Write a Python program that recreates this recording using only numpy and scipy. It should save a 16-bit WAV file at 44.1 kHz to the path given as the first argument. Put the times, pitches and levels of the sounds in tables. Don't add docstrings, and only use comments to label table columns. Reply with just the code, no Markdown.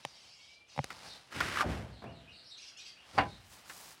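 import sys
import numpy as np
from scipy import signal
from scipy.fft import rfft, irfft
from scipy.io import wavfile
from scipy.ndimage import uniform_filter1d, map_coordinates

SR = 44100
rng = np.random.default_rng(int(sys.argv[2]) if len(sys.argv) > 2 else 0)


def dump_mix(stems):
    frames = np.atleast_2d(stems).T
    limited = np.clip(frames, -1, 1)
    pcm = np.round(limited * 32767).astype(np.int16)
    wavfile.write(sys.argv[1], SR, pcm)


N = 176400


def lid_bang():
    # start_s, level_db
    hits = [(3.173, -23), (3.1795, -4), (3.1843, -1), (3.1868, -4), (3.208, -11)]
    # pitch_hz, relative_db, t60_s
    lid_modes = [(89.8, -20, 0.455), (113, -9, 0.1), (173, -18, 0.18), (208.6, -22, 0.25),
                 (282.5, -18.5, .28), (526, -14, 0.13), (625, -14, 0.2), (770, 1, 0.081), (813, -14.5, 0.3),
                 (832, -4, 0.037), (1003.4, -4, 0.15), (1102, -13, .16), (1520, -13.5, .19),
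                 (1570, -16, 0.153), (1677, -10, 0.097), (1830, -12, 0.11), (2225, -21.5, 0.25),
                 (2830, -22, .15), (4620, -13.5, 0.038)]
    # band_hz, relative_db, t60_s
    panels = [(60, -12, 0.92), (131, -2.5, 0.48), (298, -6, 0.317), (520, -3.5, 0.24), (756, 3.5, 0.17),
              (1200, -2.5, 0.17), (2120, -2.5, 0.12), (3320, -15.5, 0.16), (4700, -18, 0.051),
              (7000, -27.5, 0.052), (16000, -52, .05)]
    modes_db, panels_db, detune = -20, -25, 0.0046
    out = np.zeros(N)
    for start, hit_db in hits:
        modes = [(hz * (1 + detune * rng.standard_normal()), db, t60) for hz, db, t60 in lid_modes]
        add(out, start, amp(hit_db + modes_db) * contact(ring(modes)))
        add(out, start, amp(hit_db + panels_db) * contact(dense_ring(panels)))
    return out


def lid_scrape():
    # time_s, level_db
    envelope = [(1.28, -79), (1.32, -51), (1.345, -45), (1.43, -39), (1.55, -39.5), (1.62, -38),
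                (1.65, -54), (1.71, -46.5), (1.79, -51.5), (1.86, -59), (1.95, -67)]
    # band_hz, relative_db
    tone = [(60, -8), (300, -1.5), (800, -4.5), (1600, 3), (2800, -2), (4000, -7.5), (5200, -9),
            (6500, -14), (10000, -18.5), (16000, -32.5)]
    slips = colour(grains(per_s=5000, spread_db=2), tone)
    return slips * level(envelope) * amp(1.14 * wander(per_s=70))


def rim_clacks():
    # start_s, ring_db, pitch_hz, crack_db
    clacks = [(0.9038, -40, 1350, -40), (1.325, -45, 1410, -45.5), (1.4046, -43, 1430, -28.5),
              (1.4082, -21.5, 1402, -50), (1.411, -25, 1470, -33.5), (1.559, -28, 1540, -40),
              (1.572, -26, 1260, -33), (1.585, -38, 1490, -35), (1.598, -29, 1230, -47),
              (1.608, -16.5, 1190, -28.5), (1.613, -28, 1174, -37), (3.698, -61, 1670, -41)]
    # pitch_ratio, relative_db, t60_s
    rim_modes = [(1, -1, .035), (1.269, -7.5, 0.049), (1.72, -22, 0.035), (2.5, -29, .018)]
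    # band_hz, relative_db, t60_s
    crack = [(100, -7.5, 0.3), (503, -3.5, 0.074), (1620, 5.5, 0.13), (3000, 1.5, 0.026),
             (5100, -6.5, 0.057), (8000, -16, 0.075), (16000, -21.5, .02)]
    out = np.zeros(N)
    for start, ring_db, hz, crack_db in clacks:
        rim = ring([(hz * ratio, db, t60) for ratio, db, t60 in rim_modes])
        add(out, start, amp(ring_db) * rim + amp(crack_db) * dense_ring(crack, size=len(rim)))
    return out


def bin_rumble():
    # start_s, level_db, rise_s
    jolts = [(1.34, -41.5, 0.0343), (1.409, -44.5, 0.0088), (1.636, -34.5, .018), (1.682, -37, 0.009),
             (2.04, -45, 0.0086), (3.13, -46.5, 0.018)]
    # band_hz, relative_db, t60_s
    body = [(35, -36, .8), (63, 0.5, 1), (114.4, 3, 0.86), (190, -3, 0.96), (450, -9.5, 0.73),
            (693, -10, 0.816), (1170, -16, 0.62), (2500, -29.5, 0.85), (6000, -60, .2)]
    out = np.zeros(N)
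    for start, db, rise in jolts:
        add(out, start, amp(db) * dense_ring(body) * np.minimum(seconds(1) / rise, 1))
    return out


def lid_settle():
    # start_s, level_db
    knocks = [(2.021, -46.5), (2.039, -42.5)]
    # band_hz, relative_db, t60_s
    thud = [(100, -2.5, 0.32), (690, 1, 0.13), (1500, -4.5, 0.07), (3000, -23, 0.114), (12000, -37, .03)]
    # pitch_hz, relative_db, t60_s
    tail = [(675, -10.5, 0.8)]
    out = np.zeros(N)
    for start, db in knocks:
        add(out, start, amp(db) * contact(dense_ring(thud)))
        add(out, start, amp(db) * ring(tail))
    return out


def lid_swish():
    # time_s, centre_hz, level_db
    sweep = [(1.55, 1894, -61.5), (1.575, 1600, -41), (1.6, 1349, -37), (1.62, 1154, -34),
             (1.638, 850, -36.5), (1.655, 480, -42), (1.689, 296, -60)]
    times, hz, db = np.array(sweep).T
    t = np.arange(N) / SR
    cycles = np.cumsum(np.interp(t, times, hz)) / SR
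    steps_per_cycle = .6
    steps = rng.standard_normal((2, 8000))
    a, b = (map_coordinates(row, [cycles * steps_per_cycle], mode="wrap") for row in steps)
    band = a * np.cos(2 * np.pi * cycles) + b * np.sin(2 * np.pi * cycles)
    return band * np.interp(t, times, amp(db), left=0, right=0)


def finger_taps():
    # start_s, thump_db, case_db, tick_db
    taps = [(.0505, -43.5, -28.5, -25), (0.763, -58, -39, -43), (.7775, -31.5, -27.5, -44),
            (.7905, -23.5, -18.5, -43), (0.8427, -58, -40, -25)]
    # pitch_hz, relative_db, t60_s
    thump_modes = [(137, 3.5, 0.055), (225.6, -1.5, 0.032)]
    # pitch_hz, relative_db, t60_s
    case_modes = [(573, -6.5, .03), (796, 0, 0.019), (910, -22, 0.018), (2100, -0.5, 0.0057)]
    # band_hz, relative_db
    tick_tone = [(300, -3), (2200, 1.5), (4200, -0.5), (6500, -9), (11000, -11), (16000, -47)]
    out, t = np.zeros(N), seconds(.5)
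    thump = low_cut(ring(thump_modes) * np.minimum(t / 0.0037, 1), hz=90)
    case = low_cut(contact(ring(case_modes)), hz=483)
    for start, thump_db, case_db, tick_db in taps:
        tick = contact(colour(rng.standard_normal(len(t)), tick_tone) * decay(t, t60_s=0.0077))
        add(out, start, amp(thump_db) * thump - amp(case_db) * case + amp(tick_db) * tick)
    return out


def birds():
    # start_s, length_s, from_hz, to_hz, level_db, roughness (0-1)
    notes = [(0.333, 0.162, 2193, 2250, -66, .06), (.47, 0.234, 2277, 2392, -62, 0),
             (1.057, 0.089, 5230, 3800, -51.5, 0.44), (1.907, 0.13, 4600, 3830, -62, 0.47),
             (2.046, .06, 2190, 2950, -60, .1), (2.107, 0.11, 4480, 3623, -63.5, .3),
             (2.269, 0.057, 2290, 2964, -55.5, 0.17), (2.309, 0.12, 4100, 4220, -56.5, 0.41),
             (2.43, 0.08, 4380, 5090, -56.5, 0.45), (2.492, .065, 4600, 3606, -50, 0.38),
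             (2.744, 0.073, 2500, 3015, -59, 0.02), (2.954, 0.074, 2339, 3090, -60.5, 0.31),
             (3.258, .12, 4132, 3720, -60, .3)]
    # start_s, length_s, level_db
    spells = [(0, 0.3, -59.5), (0.236, 0.34, -59.5), (0.661, .2, -59), (2.562, 0.15, -52.5),
              (2.764, 0.068, -50.5), (2.841, 0.059, -49.5)]
    out, t = np.zeros(N), seconds(1)
    for start, length, from_hz, to_hz, db, roughness in notes:
        add(out, start, amp(db) * whistle(length, from_hz, to_hz, roughness))
    for start, length, db in spells:
        add(out, start, amp(db) * twitter(length))
    walls = unit(rng.standard_normal(len(t)) * decay(t, t60_s=0.31)) / np.sqrt(len(t))
    reverb = signal.fftconvolve(out, walls)[:N]
    wet, trim = amp(3), amp(0.5)
    return trim * (out + wet * reverb) / np.hypot(1, wet)


def whistle(length, from_hz, to_hz, roughness):
    progress = seconds(length) / length
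    glide_hz = from_hz + (to_hz - from_hz) * np.sin(np.pi / 2 * progress)
    warble = 1 + roughness * 0.2009 * wander(per_s=420, size=len(progress))
    phase = 2 * np.pi * np.cumsum(glide_hz * warble) / SR
    tone = np.sin(phase) + amp(-22.5) * np.sin(2 * phase)
    return unit(np.sqrt(np.sin(np.pi * progress)) * tone)


def twitter(length):
    # pitch_hz, relative_db
    tone = [(2000, -5.5), (2900, 1.5), (3400, -1), (5000, 3), (6000, -5), (8200, -18), (12000, -28)]
    chips_per_s, chip_s, bend, spread_db = 1700, .014, .08, 6
    low_hz, high_hz = tone[0][0], tone[-1][0]
    out, t = np.zeros(int(length * SR)), seconds(chip_s)
    for when, pitch, glide, strength in rng.random((int(chips_per_s * length), 4)):
        hz = low_hz + (high_hz - low_hz) * pitch
        phase = 2 * np.pi * hz * (t + bend * (2 * glide - 1) * t ** 2 / chip_s)
        gain = amp(on_log(hz, tone) + spread_db * strength)
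        add(out, when * (length - chip_s), gain * np.hanning(len(t)) * np.sin(phase))
    return unit(out * signal.windows.tukey(len(out), .3))


def sleeve_rustle():
    # time_s, level_db
    envelope = [(0, -62), (.65, -74), (.88, -56.5), (.93, -53), (1.08, -51.5), (1.15, -54.5), (1.22, -61.5),
                (1.8, -70), (2.3, -80), (3, -67.5), (3.12, -55.5), (3.17, -52.5), (3.25, -57), (3.5, -67.5),
                (3.53, -56), (3.63, -61.5), (3.7, -56.5), (3.87, -54.5), (3.94, -59.5), (4, -67)]
    # band_hz, relative_db
    tone = [(60, 2.5), (150, 4.5), (400, -1), (800, 6), (1600, 2.5), (3000, -1), (5000, 1.5), (7000, -8),
            (10000, -10), (12500, -21.5), (16000, -22)]
    slips = colour(grains(per_s=9000, spread_db=3.5), tone)
    return slips * level(envelope) * amp(1.4 * wander(per_s=35))


def turning_hiss():
    # time_s, level_db
    envelope = [(3.3, -89.5), (3.48, -65.5), (3.53, -57.5), (3.64, -71), (3.7, -54), (3.93, -57),
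                (3.97, -73)]
    # band_hz, relative_db
    tone = [(1000, -27), (5000, -2), (8000, -1), (11000, -5), (12500, -6), (14500, -7.5), (16000, -6)]
    return colour(grains(per_s=6200, spread_db=3), tone) * level(envelope)


def outdoor_air():
    # band_hz, relative_db
    tone = [(30, 7), (60, 2), (150, -2.5), (350, -5), (700, -2), (1500, -19.5), (3000, 0), (6000, -26.5),
            (10000, -25), (12500, -44), (16000, -49)]
    return amp(-67.5 + 1.4 * wander(per_s=5.95)) * colour(rng.standard_normal(N), tone)


def ring(modes):
    t = seconds(.5)
    return sum(amp(db) * decay(t, t60) * np.sin(2 * np.pi * hz * t) for hz, db, t60 in modes)


def dense_ring(table, size=SR, bands=12):
    t, hz = np.arange(size) / SR, np.fft.rfftfreq(size, 1 / SR)
    spectrum = rfft(colour(rng.standard_normal(size), table))
    centres = np.geomspace(50, 16000, bands)
    out = np.zeros(size)
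    for centre, pick in zip(centres, np.eye(bands)):
        band = irfft(spectrum * np.interp(np.log(hz + 1), np.log(centres), pick), size)
        out += band * decay(t, on_log(centre, table, column=2))
    return out


def contact(x, contact_s=0.00041):
    return x * np.sin(np.pi / 2 * np.minimum(np.arange(len(x)) / SR / contact_s, 1)) ** 2


def grains(per_s, spread_db):
    clicks = (rng.random(N) < per_s / SR) * np.sign(rng.standard_normal(N))
    return clicks * amp(spread_db * np.minimum(rng.exponential(size=N), 5))


def wander(per_s, size=N):
    hold = int(SR / per_s)
    steps = np.repeat(rng.standard_normal(size // hold + 1), hold)
    return unit(uniform_filter1d(steps, hold)[:size])


def colour(x, table):
    gain = amp(on_log(np.fft.rfftfreq(len(x), 1 / SR), table))
    return unit(irfft(rfft(x) * gain, len(x)))


def on_log(hz, table, column=1):
    table = np.array(table)
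    return np.interp(np.log(hz + 1), np.log(table[:, 0]), table[:, column])


def low_cut(x, hz, order=2):
    return signal.sosfilt(signal.butter(order, hz, "high", fs=SR, output="sos"), x)


def level(points):
    return amp(np.interp(np.arange(N) / SR, *np.array(points).T))


def decay(t, t60_s):
    return amp(-60 * t / t60_s)


def amp(db):
    return 10 ** (np.asarray(db) / 20)


def unit(x):
    return x / np.sqrt(np.mean(x ** 2))


def add(out, start, x):
    i = max(int(start * SR), 0)
    out[i:i + len(x)] += x[:len(out) - i]


def seconds(length):
    return np.arange(int(length * SR)) / SR


def scene():
    taps = finger_taps()
    swing = lid_scrape() + rim_clacks() + bin_rumble() + lid_settle() + lid_swish()
    return (taps + swing + lid_bang() + birds() + sleeve_rustle() + turning_hiss() + outdoor_air())[None]


def record(dry):
    high_cut = signal.ellip(10, .2, 70, 15850, fs=SR, output="sos")
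    return signal.sosfilt(high_cut, low_cut(dry, hz=52, order=7))


dry = scene()
out = record(dry)
dump_mix(out)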